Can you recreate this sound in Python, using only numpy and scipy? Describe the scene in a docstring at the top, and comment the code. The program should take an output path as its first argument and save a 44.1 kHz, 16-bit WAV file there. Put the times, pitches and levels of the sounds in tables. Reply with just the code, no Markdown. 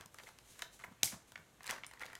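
"""Dry ticks and a soft bump come first, as a sticker is peeled off a stiff plastic sheet in a small, quiet room.
Coloured jolts with short rings make the ticks and one sharp snap; decaying sine modes make the pops.
Random slips make the glue's hiss and the rustle of the sheet as it is bent, turned over and gripped again.
Low noise bursts make the thuds and a narrow noise band a high ping; echoes, a noise tail and room tone surround it all."""
import sys
import numpy as np
from scipy import signal
from scipy.fft import rfft, irfft
from scipy.io import wavfile
from scipy.ndimage import uniform_filter1d, map_coordinates

SR = 44100
rng = np.random.default_rng(int(sys.argv[2]) if len(sys.argv) > 2 else 0)


def persist_wave(psi):
    """Save psi, clipped to +-1, as 16-bit WAV."""
    counts = np.round(np.clip(psi, -1, 1) * 32767).astype(np.int16)
    wavfile.write(sys.argv[1], SR, np.atleast_2d(counts).T)


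N = 96579  # length (samples)

# The sticker comes free; tonal balance of the snap: (frequency [Hz], relative level [dB])
SNAP_COLOUR = [(40, -52), (90, -7.5), (200, -5), (450, -5), (1250, -11.5), (2600, 0), (3700, 1.5),
               (4800, -1.5), (5900, 5), (8000, -1.5), (10500, -9), (12000, -3), (16000, -16)]
# What the snap throws at the walls: (frequency [Hz], relative level [dB])
SNAP_ECHO_COLOUR = [(25, -29), (60, -25), (120, -11), (500, -16.5), (1200, -16.5), (2200, -9.5),
                    (3000, -6.5), (4200, -4), (6200, 1), (8500, -1), (10500, -1), (12300, -2.5),
                    (16000, -12.5)]
# Bright echoes of the snap off nearby surfaces: (delay after the snap [s], level [dB])
SNAP_GLINTS = [(0.0119, -31), (0.018, -43), (.0254, -30)]
SNAP_S, SNAP_DB, SNAP_T60, SNAP_RING_DB, SNAP_ROOM_DB = 1.0325, -16, 0.0072, -2, -22
SNAP_LAG_S = 0.00012  # the snap starts near the sheet's edge, so it is hardly smeared

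# Buckles of the sheet: (time [s], flex level [dB], crack level [dB], edge level [dB], flex pitch [Hz])
BUCKLES = [(0.0098, -48.5, -47, -48, 1310), (0.0594, -59, -53.5, -47, 1000),
           (0.1442, -47.5, -64, -49, 1360), (0.1858, -44.5, -48, -54, 1790), (0.2001, -46, -73, -67, 1450),
           (0.2353, -57, -51, -71, 1360), (0.2887, -48, -55.5, -56, 1160),
           (0.3869, -54, -51.5, -52, 1960.0), (0.5925, -47, -50, -45.5, 1690),
           (0.621, -32.5, -34, -38.5, 1830), (0.7928, -52, -69, -57.5, 1820),
           (0.8399, -37.5, -62, -57, 1650), (0.8443, -48.5, -65, -58, 1840),
           (1.0301, -37.5, -45, -52, 2030), (1.123, -47, -67, -58, 1050), (1.32, -51, -51.5, -51, 1100),
           (1.357, -37.5, -49, -72, 1830), (1.3768, -49.5, -56.5, -62, 1460.0),
           (1.6066, -45.5, -59, -81, 1600), (1.632, -64, -50.5, -49.5, 2250),
           (1.6427, -47.5, -51, -51, 1430), (1.6617, -52, -49, -47, 1280),
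           (1.6674, -47, -44, -40.5, 2030.0), (1.6769, -43, -38.5, -46, 1840), (1.697, -42, -41, -53, 2260),
           (1.7019, -34, -41, -40, 2060), (1.7089, -37, -33, -32.5, 1600), (1.7261, -37.5, -48, -62, 1100),
           (1.782, -42, -60, -75, 1410), (1.8351, -40, -52, -74, 2230), (1.845, -43, -47.5, -78, 2170),
           (1.8655, -73, -58, -43.5, 2300), (1.912, -47, -55, -53.5, 1820),
           (1.936, -49, -54.5, -53.5, 1510), (1.9955, -56, -50, -51.5, 1750), (2.007, -44, -66, -67, 1780),
           (2.0207, -39.5, -60, -75, 1580), (2.056, -63, -52, -58, 1800.0),
           (2.0629, -50, -45.5, -51, 2220.0), (2.1311, -42, -55, -54, 1370),
           (2.1525, -49, -44.5, -43.5, 1770)]
# Hollow flex of a buckle: (multiple of its pitch [ratio], relative level [dB])
FLEX_COLOUR = [(.08, -28), (.25, -20.5), (.5, -8), (.75, -8), (1, -2.5), (1.25, -5.5), (1.9, -17.5),
               (4.4, -50)]
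# Crack of a buckle: (frequency before scatter [Hz], relative level [dB])
CRACK_COLOUR = [(800, -58.5), (2400, -5.5), (3600, 2.5), (4700, -1), (6000, -2.5), (8000, -8.5),
                (14000, -45)]
# Fine edge of a buckle: (frequency before scatter [Hz], relative level [dB])
EDGE_COLOUR = [(3000, -40), (6000, -1.5), (8000, -3), (10500, -8), (12000, -9), (16000, -15)]
FLEX_T60, CRACK_T60, EDGE_T60 = 0.015, 0.099, 0.0054  # ring of the sheet (s)
FLEX_RING_DB, CRACK_RING_DB, EDGE_RING_DB = 2, -10, -15.5  # ring against the first jolt
COLOUR_SCATTER = 0.073  # spread of crack and edge pitch between buckles (log ratio)
STUTTER_S, STUTTER_DB = 0.0007, -2.5  # mean gap between slips; level step per slip

# Dents in the sheet pop through and ring: (time [s], level [dB], pitch [Hz])
POPS = [(.27, -45, 2090), (.838, -40.5, 1916), (1.075, -40, 2200), (1.3565, -41.5, 2167),
        (1.6925, -36, 1900), (1.8352, -38.5, 2110), (1.8445, -50, 2000), (1.974, -50, 1950),
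        (2.0157, -37.5, 1940), (2.0337, -35, 2100), (2.083, -49, 1870), (2.109, -51, 1800),
        (2.1531, -43, 1880)]
# Modes of a popping dent: (multiple of its pitch [ratio], relative level [dB])
POP_MODES = [(0.999, 0), (1.632, -14), (2.72, -31)]
POP_RISE_S = 0.00098  # time to peak of a mode at the pop's pitch

# The sheet is turned and gripped: (time [s], level [dB])
HANDLING_LEVEL = [(0, -56.5), (.035, -62.5), (.14, -100), (.2, -58.5), (.245, -96), (.276, -53),
                  (.31, -77.5), (.58, -70), (.6, -56.5), (.68, -90), (.79, -94), (.8, -60), (.83, -69.5),
                  (.847, -58), (.87, -78), (1.11, -67.5), (1.13, -54), (1.18, -74), (1.59, -77),
                  (1.655, -54.5), (1.702, -42), (1.72, -50.5), (1.78, -56.5), (1.825, -90), (1.92, -65.5),
                  (1.998, -69), (2.013, -47.5), (2.05, -59.5), (2.12, -61.5), (2.19, -67.5)]
# Rustle of the slack sheet: (frequency [Hz], relative level [dB])
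RUSTLE_COLOUR = [(100, -11.5), (500, -6), (800, -2.5), (1200, 0.5), (1950, -0.5), (2800, -9.5),
                 (5000, -14.5), (9400, -19), (16000, -35.5)]
RUSTLE_PER_S, RUSTLE_SPREAD_DB = 2200, 2.5
TAUT_PITCH, SLACK_PITCH = 1.28, 1  # rustle pitch while the sheet is bent and let go (ratio)
CLUMPS_PER_S, CLUMP_DB = 170, 3  # the fingers catch and slip, so the rustle comes in clumps

# The whole sheet knocks against the fingers: (time [s], level [dB], pitch [Hz])
KNOCKS = [(.234, -49.5, 504), (0.6233, -44, 640), (.845, -43, 990), (1.035, -42, 800), (1.136, -46.5, 630),
          (1.14, -48, 980), (2.017, -43.5, 946), (2.055, -47, 422)]
# Tonal balance of a knock: (multiple of its pitch [ratio], relative level [dB])
KNOCK_COLOUR = [(.2, -19), (.7, -14), (1, -0.5), (1.35, -12.5), (3, -28.5)]
KNOCK_T60 = 0.028  # ring of a knock (s)

# Peeling glue: (time [s], level [dB])
PEEL_LEVEL = [(0, -98), (.13, -71), (.16, -69), (.29, -64), (.345, -73.5), (.43, -71.5), (.51, -61),
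              (.56, -65), (.63, -62.5), (.70, -78), (.718, -70.5), (.735, -59.5), (.76, -63.5),
              (.78, -70.5), (.845, -66), (.88, -74.5), (1.265, -76.5), (1.283, -66), (1.32, -73.5),
              (1.6, -74.5)]
# Hiss of the glue: (frequency [Hz], relative level [dB])
GLUE_COLOUR = [(500, -2.5), (1500, -13), (4100, -2.5), (4900, -8.5), (6400, -0.5), (9500, -5), (12500, -9),
               (16000, -18.5)]
GLUE_PER_S, GLUE_SPREAD_DB = 7600, 0  # the breaks are all of one size

# A thin, high ping
PING_S, PING_HZ, PING_WIDTH_HZ, PING_DB, PING_T60 = 1.865, 9150, 900, -53, 0.11

# Soft bumps of hands and sheet: (time [s], level [dB], decay T60 [s], pitch [Hz])
BUMPS = [(.002, -48, 0.045, 101), (0.051, -51.5, 0.066, 134), (0.878, -51, 0.058, 158),
         (.912, -50.5, 0.082, 157), (1.034, -48, 0.14, 120), (1.124, -48, 0.18, 165),
         (1.39, -52, 0.061, 125)]
# Tonal balance of a bump: (multiple of its pitch [ratio], relative level [dB])
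BUMP_COLOUR = [(.2, -30), (.6, -1.5), (1, 2), (1.5, -4), (2.4, -16), (7, -14), (20, -38.5)]
BUMP_ATTACK_S = 0.0026

# First echoes from table and walls: (delay [s], level [dB])
WALLS = [(.0042, -23.5), (.0092, -22.5)]
# Decay of the room: (frequency [Hz], decay T60 [s])
ROOM_DECAY = [(150, 0.46), (1000, 0.34), (3000, 0.31), (7000, 0.3), (15000, 0.21)]
# Tint of the sheet's sound in the room's tail: (frequency [Hz], gain [dB])
ROOM_COLOUR = [(200, -1), (1000, 2.5), (2200, -1.5), (4000, 1), (9000, -3), (15000, 5)]
ROOM_DB, ROOM_ONSET_S = -10.5, 0.0087

# Steady room tone: (frequency [Hz], relative level [dB])
AIR_COLOUR = [(34, -27.5), (48, 5), (70, -4.5), (120, 1.5), (200, -6), (280, -6), (640, -10), (1300, -14.5),
              (3000, -17.5), (5500, -28), (10000, -35), (13000, -25), (16000, -53)]
AIR_DB = -68.5

TOP_HZ = 16100  # upper band limit
BEND_LAG_S = 0.000912  # bending waves: travel time at 1 kHz, counted before the head start in bent()


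def snap():
    """The sticker comes free and the bent sheet springs back: a broad jolt and a very short ring."""
    out = np.zeros(N)
    add(out, SNAP_S, amp(SNAP_DB) * click(SNAP_COLOUR, SNAP_T60, SNAP_RING_DB, lag_s=SNAP_LAG_S))
    return out


def snap_echo():
    """The snap comes back brighter from the room: a few glints and a diffuse tail."""
    thrown, glints = np.zeros(N), np.zeros(N)
    add(thrown, SNAP_S, jolt(SNAP_ECHO_COLOUR))
    for delay, db in SNAP_GLINTS:
        add(glints, SNAP_S + delay, amp(db) * click(SNAP_ECHO_COLOUR, t60=0.0037, ring_db=0))
    return glints + amp(SNAP_ROOM_DB) * reverb(thrown)


def buckles():
    """Each buckle mixes a hollow flex at its own pitch, a crack and a fine edge."""
    out = np.zeros(N)
    shifts = np.exp(COLOUR_SCATTER * rng.standard_normal((len(BUCKLES), 2)))
    for (s, flex_db, crack_db, edge_db, hz), (crack_shift, edge_shift) in zip(BUCKLES, shifts):
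        flex = click(FLEX_COLOUR, FLEX_T60, FLEX_RING_DB, hz)
        crack = stutter(click(CRACK_COLOUR, CRACK_T60, CRACK_RING_DB, crack_shift))
        edge = stutter(click(EDGE_COLOUR, EDGE_T60, EDGE_RING_DB, edge_shift))
        add(out, s, amp(flex_db) * flex + amp(crack_db) * crack + amp(edge_db) * edge)
    return out


def pops():
    """A dent flips through and rings briefly in a few modes; the higher ones die sooner."""
    out, t = np.zeros(N), np.arange(SR // 20) / SR
    phases = rng.uniform(0, 2 * np.pi, (len(POPS), len(POP_MODES)))
    for (s, db, hz), row in zip(POPS, phases):
        for (multiple, mode_db), phase in zip(POP_MODES, row):
            age = t * np.sqrt(multiple) / POP_RISE_S
            swell = age * np.exp(1 - age)  # peaks at 1
            tone = np.sin(2 * np.pi * multiple * hz * t + phase)
            add(out, s, amp(db + mode_db) * swell * tone)
    return out


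def handling():
    """Fingers bend the sheet in uneven clumps; it rings higher as the effort grows, lower as it slackens."""
    knots = rng.standard_normal(2048)
    clumps = map_coordinates(knots, [np.arange(N) * CLUMPS_PER_S / SR], mode="wrap")
    grip = amp(CLUMP_DB * clumps)
    effort = level(HANDLING_LEVEL)
    growing = 1. * (np.gradient(effort) > 0)
    tension = np.clip(uniform_filter1d(growing, size=SR // 50), 0, 1)
    taut, slack = [crackle(np.array(RUSTLE_COLOUR) * [pitch, 1], RUSTLE_PER_S, RUSTLE_SPREAD_DB)
                   for pitch in (TAUT_PITCH, SLACK_PITCH)]
    rustle = np.sqrt(tension) * taut + np.sqrt(1 - tension) * slack  # equal-power blend
    return effort * unit(bent(grip * rustle, BEND_LAG_S))


def knocks():
    """Low, hollow knocks of fingertips on the sheet: a jolt and a short ring at each pitch."""
    out = np.zeros(N)
    for s, db, hz in KNOCKS:
        add(out, s, amp(db) * click(KNOCK_COLOUR, KNOCK_T60, ring_db=1.5, pitch=hz))
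    return out


def peeling():
    """Threads of glue break in a fine hiss of dense, equal clicks."""
    return level(PEEL_LEVEL) * crackle(GLUE_COLOUR, GLUE_PER_S, GLUE_SPREAD_DB)


def ping():
    """A thin, high ring after a flick of the sheet's edge: decaying noise in a narrow band."""
    out, t = np.zeros(N), np.arange(SR // 4) / SR
    edges = [PING_HZ - PING_WIDTH_HZ / 2, PING_HZ + PING_WIDTH_HZ / 2]
    band = signal.butter(2, edges, "band", fs=SR, output="sos")
    ring = unit(signal.sosfilt(band, rng.standard_normal(len(t))))
    add(out, PING_S, amp(PING_DB - 60 * t / PING_T60) * ring)
    return out


def bumps():
    """Dull thuds of the hands and the flopping sheet: low noise with a soft attack."""
    out, t = np.zeros(N), np.arange(SR // 4) / SR
    for s, db, t60, hz in BUMPS:
        shape = (1 - np.exp(-t / BUMP_ATTACK_S)) * amp(-60 * t / t60)
        thud = coloured(rng.standard_normal(len(t)) * shape, np.array(BUMP_COLOUR) * [hz, 1])
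        add(out, s, amp(db) * unit(thud) * np.sqrt(np.mean(shape ** 2)))
    return out


def walls(x):
    """The direct sound with first echoes from table and walls."""
    out = x.copy()
    for delay, db in WALLS:
        add(out, delay, amp(db) * x)
    return out


def reverb(x):
    """The diffuse tail of the room: noise that swells in and dies at its own rate in each band."""
    hz, t, z = signal.stft(rng.standard_normal(SR // 2), SR, nperseg=256)
    decay = amp(-60 * t / along(ROOM_DECAY, hz)[:, None])
    tail = signal.istft(z * decay, SR, nperseg=256)[1]
    tail = tail * (1 - np.exp(-(np.arange(len(tail)) / SR / ROOM_ONSET_S) ** 2))
    return signal.fftconvolve(x, tail / np.linalg.norm(tail))[:N]


def room_tone():
    """The steady air of the room: coloured noise."""
    return amp(AIR_DB) * unit(coloured(rng.standard_normal(N), AIR_COLOUR))


def click(colour, t60, ring_db, pitch=1, lag_s=BEND_LAG_S, size=2048):
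    """A jolt and the sheet's brief, dense ring, smeared by the travel of bending waves."""
    t = np.arange(size) / SR
    colour = np.array(colour) * [pitch, 1]
    shape = amp(-60 * t / t60) * (1 - np.exp(-t / 0.0011))  # rise time in s
    ring = coloured(rng.standard_normal(size) * shape, colour)
    return burst(bent(jolt(colour) + amp(ring_db) * burst(ring), lag_s))


def jolt(colour, size=2048):
    """One coloured impulse."""
    return burst(coloured(1. * (np.arange(size) == 0), colour))


def stutter(x, count=3):
    """A crack gives way in a few quick, uneven slips, each weaker than the last."""
    gaps = STUTTER_S * rng.uniform(.5, 1.5, count - 1)
    starts = np.round(np.r_[0, np.cumsum(gaps)] * SR).astype(int)
    return burst(sum(amp(STUTTER_DB * k) * np.pad(x, (i, 0))[:len(x)] for k, i in enumerate(starts)))


def crackle(colour, per_s, spread_db):
    """A steady stream of tiny slips at random times, their sizes scattered by spread_db."""
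    slips = (rng.random(N) < per_s / SR) * rng.choice([-1, 1], N)
    sizes = amp(spread_db * np.minimum(rng.exponential(size=N), 4))
    return unit(coloured(slips * sizes, colour))


def bent(x, lag_s):
    """Bending waves carry x through the sheet: the treble arrives first."""
    hz = np.fft.rfftfreq(2 * len(x), 1 / SR)
    # delay falls with the root of frequency; the second term takes it to zero at TOP_HZ
    cycles = lag_s * (2 * np.sqrt(1000 * hz) - hz * np.sqrt(1000 / TOP_HZ))
    return irfft(rfft(x, 2 * len(x)) * np.exp(-2j * np.pi * cycles))[:len(x)]


def coloured(x, points, size=4096):
    """Pass x through a causal, minimum-phase filter with the given colour."""
    cep = irfft(np.log(amp(along(points, np.fft.rfftfreq(size, 1 / SR)))))
    # fold the cepstrum forward in time
    cep[1:size // 2] *= 2
    cep[size // 2 + 1:] = 0
    return signal.fftconvolve(x, irfft(np.exp(rfft(cep))))[:len(x)]


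def along(points, hz):
    """Read (Hz, value) points on a log frequency axis."""
    f, v = np.transpose(points)
    return np.interp(np.log(hz + 1), np.log(f + 1), v)


def level(points):
    """Gain per sample from (s, dB) points."""
    return amp(np.interp(np.arange(N) / SR, *np.transpose(points)))


def amp(db):
    """Decibels to gain."""
    return 10 ** (np.asarray(db) / 20)


def unit(x):
    """Scale to rms 1."""
    return x / np.sqrt(np.mean(x ** 2) + 1e-20)


def burst(x):
    """Scale x to the energy of one millisecond at rms 1."""
    return x / np.linalg.norm(x) * np.sqrt(SR / 1000)


def add(track, s, x):
    """Mix x into the track at time s."""
    i = max(0, round(s * SR))
    track[i:i + len(x)] += x[:max(0, N - i)]


def scene():
    """Sheet and hands in the room, over its steady tone."""
    sheet = buckles() + pops() + knocks() + peeling() + handling()
    echo = amp(ROOM_DB) * reverb(coloured(sheet, ROOM_COLOUR)) + snap_echo()
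    mix = walls(sheet + snap()) + ping() + echo + bumps() + room_tone()
    return mix[None]  # one channel


def record(dry):
    """A steep low-pass rolls the treble off around the recorder's band limit."""
    taps = signal.firwin(161, TOP_HZ, fs=SR, window=("kaiser", 8))
    return signal.fftconvolve(dry, taps[None], mode="same", axes=1)


dry = scene()
out = record(dry)
persist_wave(out)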